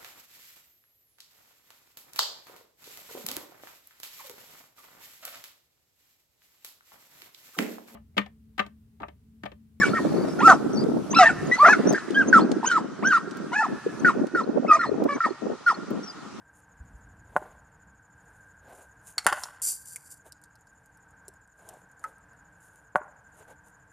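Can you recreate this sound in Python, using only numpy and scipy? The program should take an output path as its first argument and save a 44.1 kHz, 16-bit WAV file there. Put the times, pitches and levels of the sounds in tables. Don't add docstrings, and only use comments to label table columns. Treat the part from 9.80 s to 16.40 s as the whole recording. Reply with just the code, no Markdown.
import sys
import numpy as np
from scipy import signal
from scipy.fft import rfft, irfft
from scipy.io import wavfile
from scipy.ndimage import uniform_filter1d

SR = 44100
rng = np.random.default_rng(int(sys.argv[2]) if len(sys.argv) > 2 else 0)


def wrap_up_sound(samples):
    columns = np.atleast_2d(samples).T
    tamed = np.clip(columns, -1, 1)
    steps = np.round(tamed * 32767).astype(np.int16)
    wavfile.write(sys.argv[1], SR, steps)


N = 291060

# [t/s, f/Hz, level/dB of partials 1-4 together]
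PACK_YELPS = [ ((0.4, -19, -21.5, -23, -35, 21.5, 28, -50), [(0, 1825, -19.5), (.02, 1735, -20),
              (.045, 1424, -20), (.052, 1300, -53)]), ((0.06, 16.5, 5, 13.5, 3.5, -25, -25, -50),
              [(.004, 1074, -30.5), (.022, 1150, -30), (.055, 1146, -29), (.092, 1120, -39.5)]),
              ((.03, 1, -8, -20, -35, 4, 8, -38), [(.603, 777, -24), (.63, 1155, -22), (.66, 1382, -9),
              (.678, 1306, -5.5), (.69, 1290, -13), (.71, 1130, -14), (.736, 793, -22), (.752, 610, -34)]),
              ((.1, -5, -10, 3, 12, -30, -30, -42.5), [(.678, 777, -16), (.7, 761, -8.5), (.712, 700, -9),
              (.724, 640, -5), (.733, 560, -16)]), ((0.24, 6.5, -8, 2.5, -27, 10.5, 10.5, -50),
              [(1.328, 808, -39.5), (1.355, 1325, -14.5), (1.377, 1362, -16.5), (1.4, 1284, -12),
              (1.415, 1400, -32), (1.43, 1232, -10), (1.457, 1060, -34.5)]),
              ((0.04, -13, -29.5, -24.5, -20, 9, 14, -29.5), [(1.388, 771, -21), (1.41, 747, -6),
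              (1.435, 679, -14), (1.452, 624, -21.5)]), ((.3, 2, 10, 14, 14, -11, -19, -50.5),
              [(1.425, 803, -21), (1.442, 804, -22.5), (1.46, 910, -16.5), (1.488, 886, -18.5),
              (1.493, 763, -17), (1.512, 703, -32.5)]), ((.02, 2, -10, -5, 10, 3, -10, -48),
              [(1.713, 1930, -24), (1.725, 1960, -15), (1.74, 2000, -19), (1.76, 2036, -32)]),
              ((.02, -9, -15, -25, -10, 0, 8, -50), [(1.778, 765, -36.5), (1.8, 1115, -17.5),
              (1.823, 1191, -8.5), (1.845, 1217, -10.5), (1.86, 1420, -28), (1.875, 1334, -15.5),
              (1.902, 868, -22)]), ((0.43, -7, -2, 9.5, 7.5, -10, -21.5, -59), [(1.83, 618.5, -25),
              (1.845, 597, -11), (1.86, 716.6, -11), (1.876, 653, -17), (1.892, 602, -14)]),
              ((0, -3, -4.5, 17, 24, -6, -23, -31.5), [(1.86, 688, -24.5), (1.875, 677, -12.5),
              (1.89, 827, -14.5), (1.907, 849, -12.5), (1.925, 873, -19.5), (1.932, 750, -8.5),
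              (1.957, 599, -34)]), ((-0.8, 7, -5, -19, -15, 10, 8, -52), [(2.133, 1609, -19.5),
              (2.158, 1615, -31.5), (2.175, 1605, -28), (2.197, 1230, -37)]),
              ((0.04, -8.5, 18.5, -29.5, 2.5, -6.5, -9.5, -62), [(2.345, 1555, -31), (2.375, 1639, -15),
              (2.397, 1618, -17.5), (2.417, 1542, -16), (2.437, 1123, -43)]),
              ((0.2, 10.5, -23.5, 12.5, 4.5, -9, -8, -53), [(2.83, 909, -27), (2.846, 887, -22.5),
              (2.862, 1456, -31), (2.89, 1589, -30), (2.922, 1476, -24.5)]),
              ((0.07, -1.5, -4.5, -7, -12, -3, -1, -58), [(3.225, 814, -32.5), (3.25, 1455, -23.5),
              (3.27, 1576, -19.5), (3.297, 1624, -21.5), (3.315, 1504, -18.5), (3.337, 1143, -21.5)]),
              ((-0.36, 14, -9, -17, -18.5, 16.5, -8.5, -55), [(3.718, 930, -32.5), (3.733, 1010, -35),
              (3.747, 944, -28)]), ((0.08, -19, 10, 10.5, -18.5, -4, -19, -32), [(3.73, 694, -29),
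              (3.745, 730, -27.5), (3.76, 847, -23.5), (3.78, 848, -21.5), (3.82, 898, -22.5),
              (3.832, 666, -33)]), ((0.15, -3.5, 2, -17.5, -4, -15, -1, -63), [(4.878, 1315, -28),
              (4.92, 1225, -10.5), (4.945, 1191, -16), (4.962, 1267, -15.5), (4.977, 954, -35)]),
              ((0.1, -2, -1, 3, 18, -6.5, -6.5, -31.5), [(5.268, 403, -56), (5.292, 579, -27),
              (5.33, 567, -26), (5.36, 570, -37), (5.385, 286, -37)]), ]
# f/Hz, level/dB
THROAT = [(400, -21), (700, 0.5), (1200, 2.5), (1800, 1), (2600, -8.5), (4000, -24.5), (5500, -22),
          (8000, -31)]
# t/s, hold/s, drop/s, f/Hz at start, middle, end of hold, level/dB at the same places,
# side tone/dB at start and end of hold, partials 3-4/dB
HOUND_YELPS = [(.133, 0.048, 0.019, 1350, 1350, 1270, -24.5, -28, -24, -53, -27.5, -49),
               (0.589, .045, .02, 1430, 1392, 1270, -26.5, -27, -28.5, -37, -40.5, -24.5),
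               (2.527, 0.05, 0.022, 1584, 1342, 1301, -10.5, -9.5, -12, -26.5, -55, -30.5),
               (2.913, 0.054, 0.025, 1460, 1364, 1292, -15, -24.5, -14.5, -44, -36.5, -20.5),
               (3.317, 0.051, 0.015, 1524, 1408, 1332, -20, -16.5, -15.5, -35, -33, -25),
               (3.807, 0.035, 0.032, 1435, 1400, 1299, -27, -29.5, -18.5, -55, -28.5, -40),
               (4.246, .039, 0.027, 1553, 1438, 1419, -14, -15, -13.5, -26, -34, -35),
               (4.548, .051, 0.021, 1480, 1398, 1309, -20.5, -24.5, -21, -36.5, -41, -31.5),
               (4.991, .047, 0.039, 1408, 1389, 1290, -24.5, -26, -22, -49, -26, -18),
               (5.404, 0.05, 0.028, 1351, 1368, 1246, -18, -23.5, -18.5, -38, -28.5, -37),
               (5.862, .039, 0.029, 1448, 1408, 1305, -19.5, -15.5, -16.5, -42, -31.5, -28)]
HOUND_HOARSENESS, SIDE_TONE_HZ = 0.06, 1847
SIDE_MIDDLE_DB, SIDE_STEP_DB = -4.5, -11
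SECOND_HELD_DB, SECOND_DROP_DB = -44.5, -13
DROP_HZ_PER_S, DROP_DB_PER_S, DROP_STEP_DB = 21000, 549.5, -0.5
# t/s, length/s, first f/Hz, last f/Hz, mid level/dB
VOICE_BREAKS = [(.678, 0.04, 1913, 1805, -21.5), (1.387, 0.087, 2030, 1783, -24.5),
                (1.753, .02, 1360, 1315, -30.5), (2.132, 0.056, 1816, 1795, -33.5),
                (4.863, .015, 1930, 2400, -46), (4.914, 0.05, 1914, 1850, -29),
                (4.922, 0.064, 682, 642, -32.5)]
BREAK_ENDS_DB = -11.5
# f/Hz, relative level/dB per Hz
BREATH_SPECTRUM = [(500, -48.5), (1000, 3.5), (1900, 0), (2600, -2.5), (3400, -5), (4200, -5.5),
                   (5000, -1.5), (5800, -4), (8000, -5.5), (11000, -25.5), (16000, -72.5)]
BREATH_DB = -24

# t/s, length/s, first f/Hz, middle f/Hz, last f/Hz, mid level/dB
WHISTLES = [(0.463, 0.088, 4930, 5170, 5500, -48), (.59, 0.022, 6140, 6260, 6380, -46),
            (1.297, 0.042, 6230, 6200, 6900, -34), (1.655, .025, 6100, 6500, 6800, -41.5),
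            (1.758, 0.072, 4100, 4400, 4510, -41.5), (2.066, 0.056, 5500, 6160, 5700, -32),
            (2.472, 0.034, 5940, 6330, 6200, -36), (2.599, 0.043, 4070, 4330, 4480, -40.5),
            (2.857, .035, 5400, 6650, 5900, -23.5), (3.253, 0.043, 5400, 6050, 6260, -32.5),
            (4.192, 0.019, 6020, 6110, 6260, -47), (4.629, 0.023, 4050, 4270, 4400, -54),
            (4.921, 0.044, 5170, 6250, 5570, -40.5), (5.044, 0.057, 4070, 4240, 4200, -48),
            (5.343, 0.029, 5960, 6070, 6300, -49), (5.494, 0.02, 4180, 4340, 4500, -53),
            (5.941, .022, 4260, 4290, 4440, -43.5)]
WHISTLE_ENDS_DB = -16.5
# t/s, f/Hz, level/dB
WARBLES = [
    [(.903, 4980, -59), (.94, 6080, -43), (.955, 5700, -52), (.968, 4580, -36), (.98, 4450, -39),
     (1.004, 4770, -43), (1.015, 4450, -47), (1.035, 4600, -51)],
    [(.957, 5570, -49), (.985, 5860, -54), (1.015, 4800, -48), (1.036, 4900, -46)],
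    [(6.23, 5650, -46), (6.26, 5850, -50), (6.297, 4770, -37.5), (6.32, 5050, -56)],
]
# t/s, f/Hz, level/dB
FAR_WHISTLE = [(.08, 4340, -47), (.2, 4470, -65), (.35, 4450, -54.5), (.46, 4620, -57)]

BRUSH_DB, BRUSH_T60_S = -11, 0.09
# t/s, level/dB
REACH = [(0, -5), (.7, -10.5), (1.4, -4), (1.9, -6.5), (2.5, -6.5), (3.304, -2), (3.801, 1.5), (4.3, -6),
         (4.899, -5.5), (5.398, -4), (5.9, -1.5)]
# f/Hz, level/dB
FOREST_COLOUR = [(400, -13.5), (1200, -14), (1550, -11.5), (1850, -11), (2200, -11), (2700, -13.5),
                 (4000, -15.5), (8000, -15.5)]
# f/Hz, t60/s
FOREST_DECAY = [(500, 1.2), (1300, 1.67), (2600, 4.1), (5000, 0.95), (10000, 0.63)]
FOREST_DB, FOREST_DELAY_S = -22, 0.017

# t/s, level/dB
WIND_LEVEL = [(0.0, -18), (0.03, -39), (0.11, -22), (0.16, -32.5), (0.31, -24), (0.59, -31.5), (0.62, -23),
              (0.79, -27.5), (1.17, -25.5), (1.25, -37), (1.38, -26), (1.47, -40), (1.69, -28.5),
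              (1.78, -45.5), (1.87, -32), (1.91, -33), (1.93, -33.5), (2.11, -20), (2.2, -39), (2.59, -15),
              (2.83, -32.5), (3.07, -33.5), (3.14, -43.5), (3.25, -29.5), (3.29, -39.5), (3.55, -42.5),
              (3.6, -36.5), (3.82, -48.5), (3.93, -31), (4.03, -58), (4.06, -34), (4.17, -41),
              (4.28, -22.5), (4.34, -37), (4.36, -24.5), (4.47, -26.5), (4.5, -44), (4.56, -20),
              (4.63, -31.5), (4.87, -25.5), (4.94, -42), (5.11, -28.5), (5.26, -21), (5.29, -33.5),
              (5.37, -29), (5.4, -61), (5.46, -29.5), (5.53, -39.5), (5.57, -64), (5.62, -27.5),
              (5.7, -32.5), (5.73, -22.5), (5.77, -55.5), (5.96, -45.5), (6.03, -38.5), (6.07, -48),
              (6.12, -29), (6.3, -53.5), (6.42, -46), (6.6, -46)]
# f/Hz, relative level/dB per Hz
GUST_SPECTRUM = [(24, -64.5), (40, -39.5), (91, -28.5), (199, -1), (316, -0.5), (358, -3), (418, -7),
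                 (596, -15), (644, -14.5), (1600, -35), (2080, -57), (3520, -120)]
# f/Hz, relative level/dB per Hz
FLUTTER_SPECTRUM = [(200, -32.5), (400, 3), (600, -1.5), (900, -17), (1400, -29.5), (2500, -52.5),
                    (6000, -110)]
# t/s, lowest part of the wind/dB, flutter/dB
WIND_BALANCE = [(0, 4.5, 1), (1, 1.5, -5.5), (1.7, 7, 4), (2.498, -7.5, -11.5), (3.3, 8, -7.5),
                (4, 8, -13.5), (4.699, -2, 4), (5.4, -11.5, -3), (5.9, 5, 11), (6.6, 9, -32)]
LULLS_DB, LULLS_HZ = 1.5, 13
# t/s, level/dB, left minus right/dB
BUFFETS = [(0.213, -22.5, -4.5), (0.378, -20.5, 8.5), (0.843, -18, 1.0), (1.034, -27.5, 24.5),
           (1.063, -19.5, 17.5), (1.375, -32.5, -12), (1.627, -21.5, 6), (1.932, -29.5, 13),
           (1.965, -16, -3.5), (1.997, -12, -0.5), (2.304, -18, 10), (2.365, -23, -4), (2.764, -17.5, -13),
           (3.474, -24, -6), (4.063, -12.5, 1.5), (4.36, -23.5, 10.5), (4.414, -16, 8),
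           (4.538, -24.5, -17.5), (4.689, -15, -0.5), (4.756, -16, 5), (4.796, -18.5, -12),
           (5.115, -15, 11.5), (5.356, -19, -2), (5.506, -24.5, -16.5), (5.626, -29.5, 12.5),
           (6.104, -30.5, 17)]
# t/s, level/dB
RUMBLE_LEVEL = [(0, -40), (.5, -47), (1.2, -45), (1.3, -52), (1.541, -38.5), (1.71, -39.5), (1.78, -61),
                (2.11, -51), (2.319, -61), (2.46, -43.5), (3, -66), (3.841, -67), (3.95, -58), (4.37, -59),
                (4.45, -64), (4.9, -69), (5.09, -45.5), (5.55, -64), (6.6, -63)]
# f/Hz, relative level/dB per Hz
RUMBLE_SPECTRUM = [(15, -29), (30, -17), (60, 2), (100, 5), (150, 18), (230, -27), (600, -69), (3000, -120)]

# t/s, relative level/dB, centre f/Hz, top of the band/dB
SHORT_BURSTS = [(0.4845, -34.5, 1500, -40), (1.037, -34, 4000, -40), (2.125, -25, 7100, -8),
                (2.3054, -30, 4490, -47), (2.715, -21.5, 4430, -48), (3.5094, -31.5, 5500, -48),
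                (3.5687, -34.5, 6080, -13), (4.2915, -41, 6000, -10), (4.468, -34.5, 3960, -29),
                (5.238, -32.5, 4970, -9), (5.309, -42, 5040, -35), (6.105, -35.5, 4040, -1)]

# f/Hz, relative level/dB per Hz
BACKGROUND_SPECTRUM = [(350, -25.5), (600, -18.5), (1040, -12.5), (1310, -7), (1410, -10.5), (1570, -17),
                       (1850, -20), (2720, -24), (6030, -24.5), (9110, -35), (10300, -39.5), (11800, -47.5),
                       (16000, -73)]
# t/s, relative level/dB
BACKGROUND_LEVEL = [(0, -51), (1.16, -58.5), (1.95, -50), (2.15, -54), (2.6, -56), (3.1, -59), (4.2, -56.5),
                    (4.6, -63), (5.6, -58.5), (6.6, -56.5)]
# t/s, level/dB
BACKGROUND_AIR = [(0, 13.5), (1.3, 13), (1.65, 9), (1.8, 8), (3, -3.5), (4.2, 7.5), (5, -5.5), (6.6, -1)]
# f/Hz, correlation
BACKGROUND_LIKENESS = [(60, 0.03), (240, -0.48), (950, 1), (3770, 0.19), (15000, -0.24)]

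RIGHT_LAG_SAMPLES, EDGE_HZ = 2, 16000


def pack_yelp(voice, course):
    hoarseness, breath_db, *mouth_points_db, third_db, fourth_db, bright_db = voice
    s, (hz, level_db) = smooth_course(course)
    mouth_db = np.interp(np.linspace(0, 2, len(hz)), range(3), mouth_points_db)
    weights_db = np.array([
        read_log_f(THROAT, k * hz) + mouth_db * (k > 1) + db
        for k, db in zip(range(1, 5), [0, 0, third_db, fourth_db])])
    total_db = 10 * np.log10((gain_of(weights_db) ** 2).sum(0))
    partials_db = list(level_db + weights_db - total_db)
    partials_db += [level_db + bright_db - 0.37 * k for k in range(5)]
    yelp = sum(tone(hz, db, hoarseness, order=k + 1) for k, db in enumerate(partials_db))
    return s, edges(len(hz)) * yelp, breath_db


def hound_yelp(s, hold, drop, first_hz, middle_hz, held_hz, first_db, middle_db, held_db,
               early_db, late_db, bright_db):
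    end_db = held_db - DROP_DB_PER_S * drop
    side_middle_db = max(early_db, late_db) + SIDE_MIDDLE_DB
    third_db = (2 * held_db + end_db) / 3 + DROP_STEP_DB
    s, (hz, db, second_db, side_db) = smooth_course([
        (s, first_hz, first_db, SECOND_HELD_DB, early_db),
        (s + hold / 2, middle_hz, middle_db, SECOND_HELD_DB, side_middle_db),
        (s + hold, held_hz, held_db, SECOND_HELD_DB, late_db),
        (s + hold + drop / 3, held_hz - DROP_HZ_PER_S * drop / 3, third_db,
         2.44 * SECOND_DROP_DB, late_db + SIDE_STEP_DB),
        (s + hold + drop, held_hz - DROP_HZ_PER_S * drop, end_db,
         SECOND_DROP_DB, late_db + 2 * SIDE_STEP_DB)])
    upper_db = db + bright_db - 300 * np.arange(len(hz)) / SR
    partials_db = [db, db + second_db, upper_db, upper_db - 5]
    folds = sum(tone(hz, d, HOUND_HOARSENESS, order=k + 1) for k, d in enumerate(partials_db))
    side = tone(SIDE_TONE_HZ + 0 * hz, side_db, 0.63)
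    return s, edges(len(hz), rise_s=0.0024) * (folds + side), 0


def voice_breaks(voice):
    for s, length, first_hz, last_hz, db in VOICE_BREAKS:
        hz = bend(length, first_hz, (first_hz + last_hz) / 2, last_hz)
        level_db = db + bend(length, BREAK_ENDS_DB, 0, BREAK_ENDS_DB)
        add_at(voice, s, edges(len(hz)) * tone(hz, level_db, 0.25))


def dogs():
    voice, effort = np.zeros((2, N))
    yelps = [pack_yelp(*row) for row in PACK_YELPS] + [hound_yelp(*row) for row in HOUND_YELPS]
    for s, yelp, breath_db in yelps:
        add_at(voice, s, yelp)
        add_at(effort, s, gain_of(breath_db) * loudness(yelp))
    voice_breaks(voice)
    return voice, breath(effort)


def loudness(x):
    return abs(uniform_filter1d(x ** 2, 500, mode="constant")) ** 0.48


def breath(effort):
    effort = signal.lfilter([.0015], [1, -.9985], effort)
    a, b = rng.standard_normal((2, N))
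    noise = colour(np.array([a + 0.24 * b, a - 0.76 * b]), BREATH_SPECTRUM)
    return gain_of(BREATH_DB) * effort * evened(patchy(noise, depth_db=4.5))


def whistles():
    thin = np.zeros(N)
    calls = [smooth_course(rows) for rows in WARBLES]
    for s, length, *hz, db in WHISTLES:
        level_db = db + bend(length, WHISTLE_ENDS_DB, 0, WHISTLE_ENDS_DB)
        calls.append((s, (bend(length, *hz), level_db)))
    for s, (hz, db) in calls:
        add_at(thin, s, edges(len(hz)) * tone(hz + 70 * wobble(len(hz), 150), db, 0.22))
    s, (hz, db) = smooth_course(FAR_WHISTLE)
    add_at(thin, s, tone(hz + 120 * wobble(len(hz), 150), db, 0.36))
    return thin


def brush(x):
    t = np.arange(SR // 6) / SR
    shape = (2, len(t))
    taps = rng.standard_normal(shape) * (rng.random(shape) < .02)
    taps *= gain_of(-60 * t / BRUSH_T60_S) * (t > .003)
    taps[1] = 0.77 * taps[0] + .5 * taps[1]
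    return signal.fftconvolve(x[None], taps / np.linalg.norm(taps[0]), axes=1)[:, :N]


def forest(x):
    taps = np.zeros((2, 2 * SR))
    at = np.arange(0, 2 * SR - 20, 20) + rng.integers(0, 20, (2, SR // 10 - 1))
    np.put_along_axis(taps, at, rng.choice([-1., 1.], at.shape), 1)
    taps[1] = 1.13 * taps[0] + 0.4 * taps[1]
    hz, t, z = signal.stft(taps, SR, nperseg=256)
    rise = np.clip(t / FOREST_DELAY_S - 1, 0, 1) * np.clip(t / 0.034, 0, 1)
    decay = gain_of(-60 * t / read_log_f(FOREST_DECAY, hz)[:, None])
    tail = signal.istft(z * rise * decay, SR, nperseg=256)[1]
    tail *= np.sqrt(12.0) / np.linalg.norm(tail[0])
    return signal.fftconvolve(x[None], tail, axes=1)[:, :N]


def wind():
    t = np.arange(N) / SR
    lumps = gain_of(np.minimum(4.1 * wobble((2, N), 70) + 1.35 * wobble(N, 23.3), 9))
    gusts = evened(colour(lumps * rng.standard_normal((2, N)), GUST_SPECTRUM))
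    flutter = evened(colour(lumps ** 2.53 * rng.standard_normal((2, N)), FLUTTER_SPECTRUM))
    level_db = np.interp(t, *np.transpose(WIND_LEVEL)) + LULLS_DB * wobble(N, LULLS_HZ)
    s, *balance = np.transpose(WIND_BALANCE)
    low_db, flutter_db = (np.interp(t, s, db) for db in balance)
    gusts = gusts + (gain_of(low_db) - 1) * colour(gusts, [(170, -0.5), (260, -9.0)])
    return gusts * gain_of(level_db) + flutter * gain_of(1.034 * level_db - 5.0 + flutter_db)


def buffets():
    t, puffs = np.arange(900) / SR, np.zeros((2, N))
    for (s, db, pan_db), luck in zip(BUFFETS, rng.random((len(BUFFETS), 4))):
        hz, phase_turns = 230 + 220 * luck[:2, None], luck[2:, None]
        puff = np.sin(2 * np.pi * (hz * t + phase_turns)) * t / 0.0038 * np.exp(1 - t / 0.0039)
        add_at(puffs, s, gain_of(db + np.array([[.5], [-.5]]) * pan_db) * puff)
    return colour(puffs, [(40, -26.5), (180, 0.5), (900, -5.0), (3000, -54)])


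def rumble():
    a, b = rng.standard_normal((2, N))
    deep = evened(colour(np.array([a + 0.2 * b, a - 0.13 * b]), RUMBLE_SPECTRUM))
    return deep * gain_of(np.interp(np.arange(N) / SR, *np.transpose(RUMBLE_LEVEL)))


def short_bursts():
    out, t = np.zeros((2, N)), np.arange(700) / SR
    draws = rng.standard_normal((len(SHORT_BURSTS), 2, 700))
    for (s, db, hz, top_db), (a, b) in zip(SHORT_BURSTS, draws):
        band = [(hz / 8, -10), (hz, 0), (9500, -8), (15000, top_db)]
        burst = evened(colour(np.array([a + .5 * b, a - .5 * b]), band))
        envelope = gain_of(db - 7.5 - 60 * t / 0.032) * np.clip(t / 0.0019, 0, 1)
        add_at(out, s, envelope * burst)
    return out


def background():
    frames, hz = N // 128 + 5, np.fft.rfftfreq(512, 1 / SR)
    t = np.arange(frames) * 128 / SR
    a, b, c, d, patches = rng.standard_normal((frames, 257, 5)).T
    patches_db = 1.6 * evened(uniform_filter1d(uniform_filter1d(patches, 8, 0), 20, 1))
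    air_db = np.clip(hz / 5000 - 1.4, 0, 1.3)[:, None] * np.interp(t, *np.transpose(BACKGROUND_AIR))
    same = np.clip(read_log_f(BACKGROUND_LIKENESS, hz), -1, 1)[:, None]
    left = a + 1j * b
    z = np.array([left, same * left + np.sqrt(1 - same ** 2) * (c + 1j * d)])
    level_db = np.interp(t, *np.transpose(BACKGROUND_LEVEL)) + 65.5
    z *= gain_of(read_log_f(BACKGROUND_SPECTRUM, hz)[:, None] + patches_db + air_db + level_db)
    return signal.istft(z / 512, nperseg=512, noverlap=384)[1][:, :N]


def tone(hz, db, hoarseness, order=1):
    shake = hoarseness + 0.022 * max(order - 2, 0) + 0.02 * (order - 1)
    phase = order * 2 * np.pi * np.cumsum(hz) / SR + 0.42 * shake * wobble(len(hz), 520)
    size = 1 + np.tanh(3.3 * shake * wobble(len(hz), 110))
    return np.sqrt(2) * gain_of(db) * size * np.sin(phase)


def edges(n, rise_s=0.0017):
    t = np.arange(n) / SR
    return np.clip(t / rise_s, 0, 1) * np.clip(t[::-1] / 0.0027, 0, 1)


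def bend(length, first, middle, last):
    u = np.arange(0, length, 1 / SR) / length
    return first * (1 - u) * (1 - 2 * u) + 4 * middle * u * (1 - u) + last * u * (2 * u - 1)


def smooth_course(rows):
    s, *columns = np.transpose(rows)
    t = np.arange(s[0], s[-1], 1 / SR)
    return s[0], [uniform_filter1d(np.interp(t, s, c), 200, mode="nearest") for c in columns]


def wobble(shape, hz):
    width = max(round(SR / hz / 2), 1)
    return evened(uniform_filter1d(uniform_filter1d(rng.standard_normal(shape), width), width))


def patchy(x, depth_db):
    z = signal.stft(x, nperseg=256, noverlap=192)[2]
    patches = uniform_filter1d(uniform_filter1d(rng.standard_normal(z.shape[-2:]), 3, 0), 12, 1)
    z = z * gain_of(depth_db * evened(patches))
    return signal.istft(z, nperseg=256, noverlap=192)[1][..., :N]


def colour(x, points):
    n = x.shape[-1]
    return irfft(rfft(x) * gain_of(read_log_f(points, np.fft.rfftfreq(n, 1 / SR))), n)


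def read_log_f(points, hz):
    f, value = np.transpose(points)
    return np.interp(np.log(hz + 1), np.log(f + 1), value)


def gain_of(db):
    return 10 ** (np.asarray(db) / 20)


def evened(x):
    return x / np.sqrt(np.mean(x ** 2) + 1e-20)


def add_at(mix, s, sound):
    part = mix[..., round(s * SR):][..., :sound.shape[-1]]
    part += sound[..., :part.shape[-1]]


def scene():
    voice, breath_noise = dogs()
    near = voice + (whistles() + breath_noise) * gain_of([[.8], [-.8]])
    near += gain_of(BRUSH_DB) * brush(voice)
    near[1] = np.roll(near[1], RIGHT_LAG_SAMPLES)
    reach_db = np.interp(np.arange(N) / SR, *np.transpose(REACH))
    far = colour(voice * gain_of(reach_db), FOREST_COLOUR)
    dogs_in_forest = near + gain_of(FOREST_DB) * forest(far)
    return dogs_in_forest + wind() + buffets() + rumble() + short_bursts() + background()


def record(dry):
    low_pass = signal.firwin(511, EDGE_HZ, window=("kaiser", 9), fs=SR)
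    return signal.oaconvolve(np.clip(dry, -1, 1), low_pass[None], "same")


dry = scene()
out = record(dry)
wrap_up_sound(out)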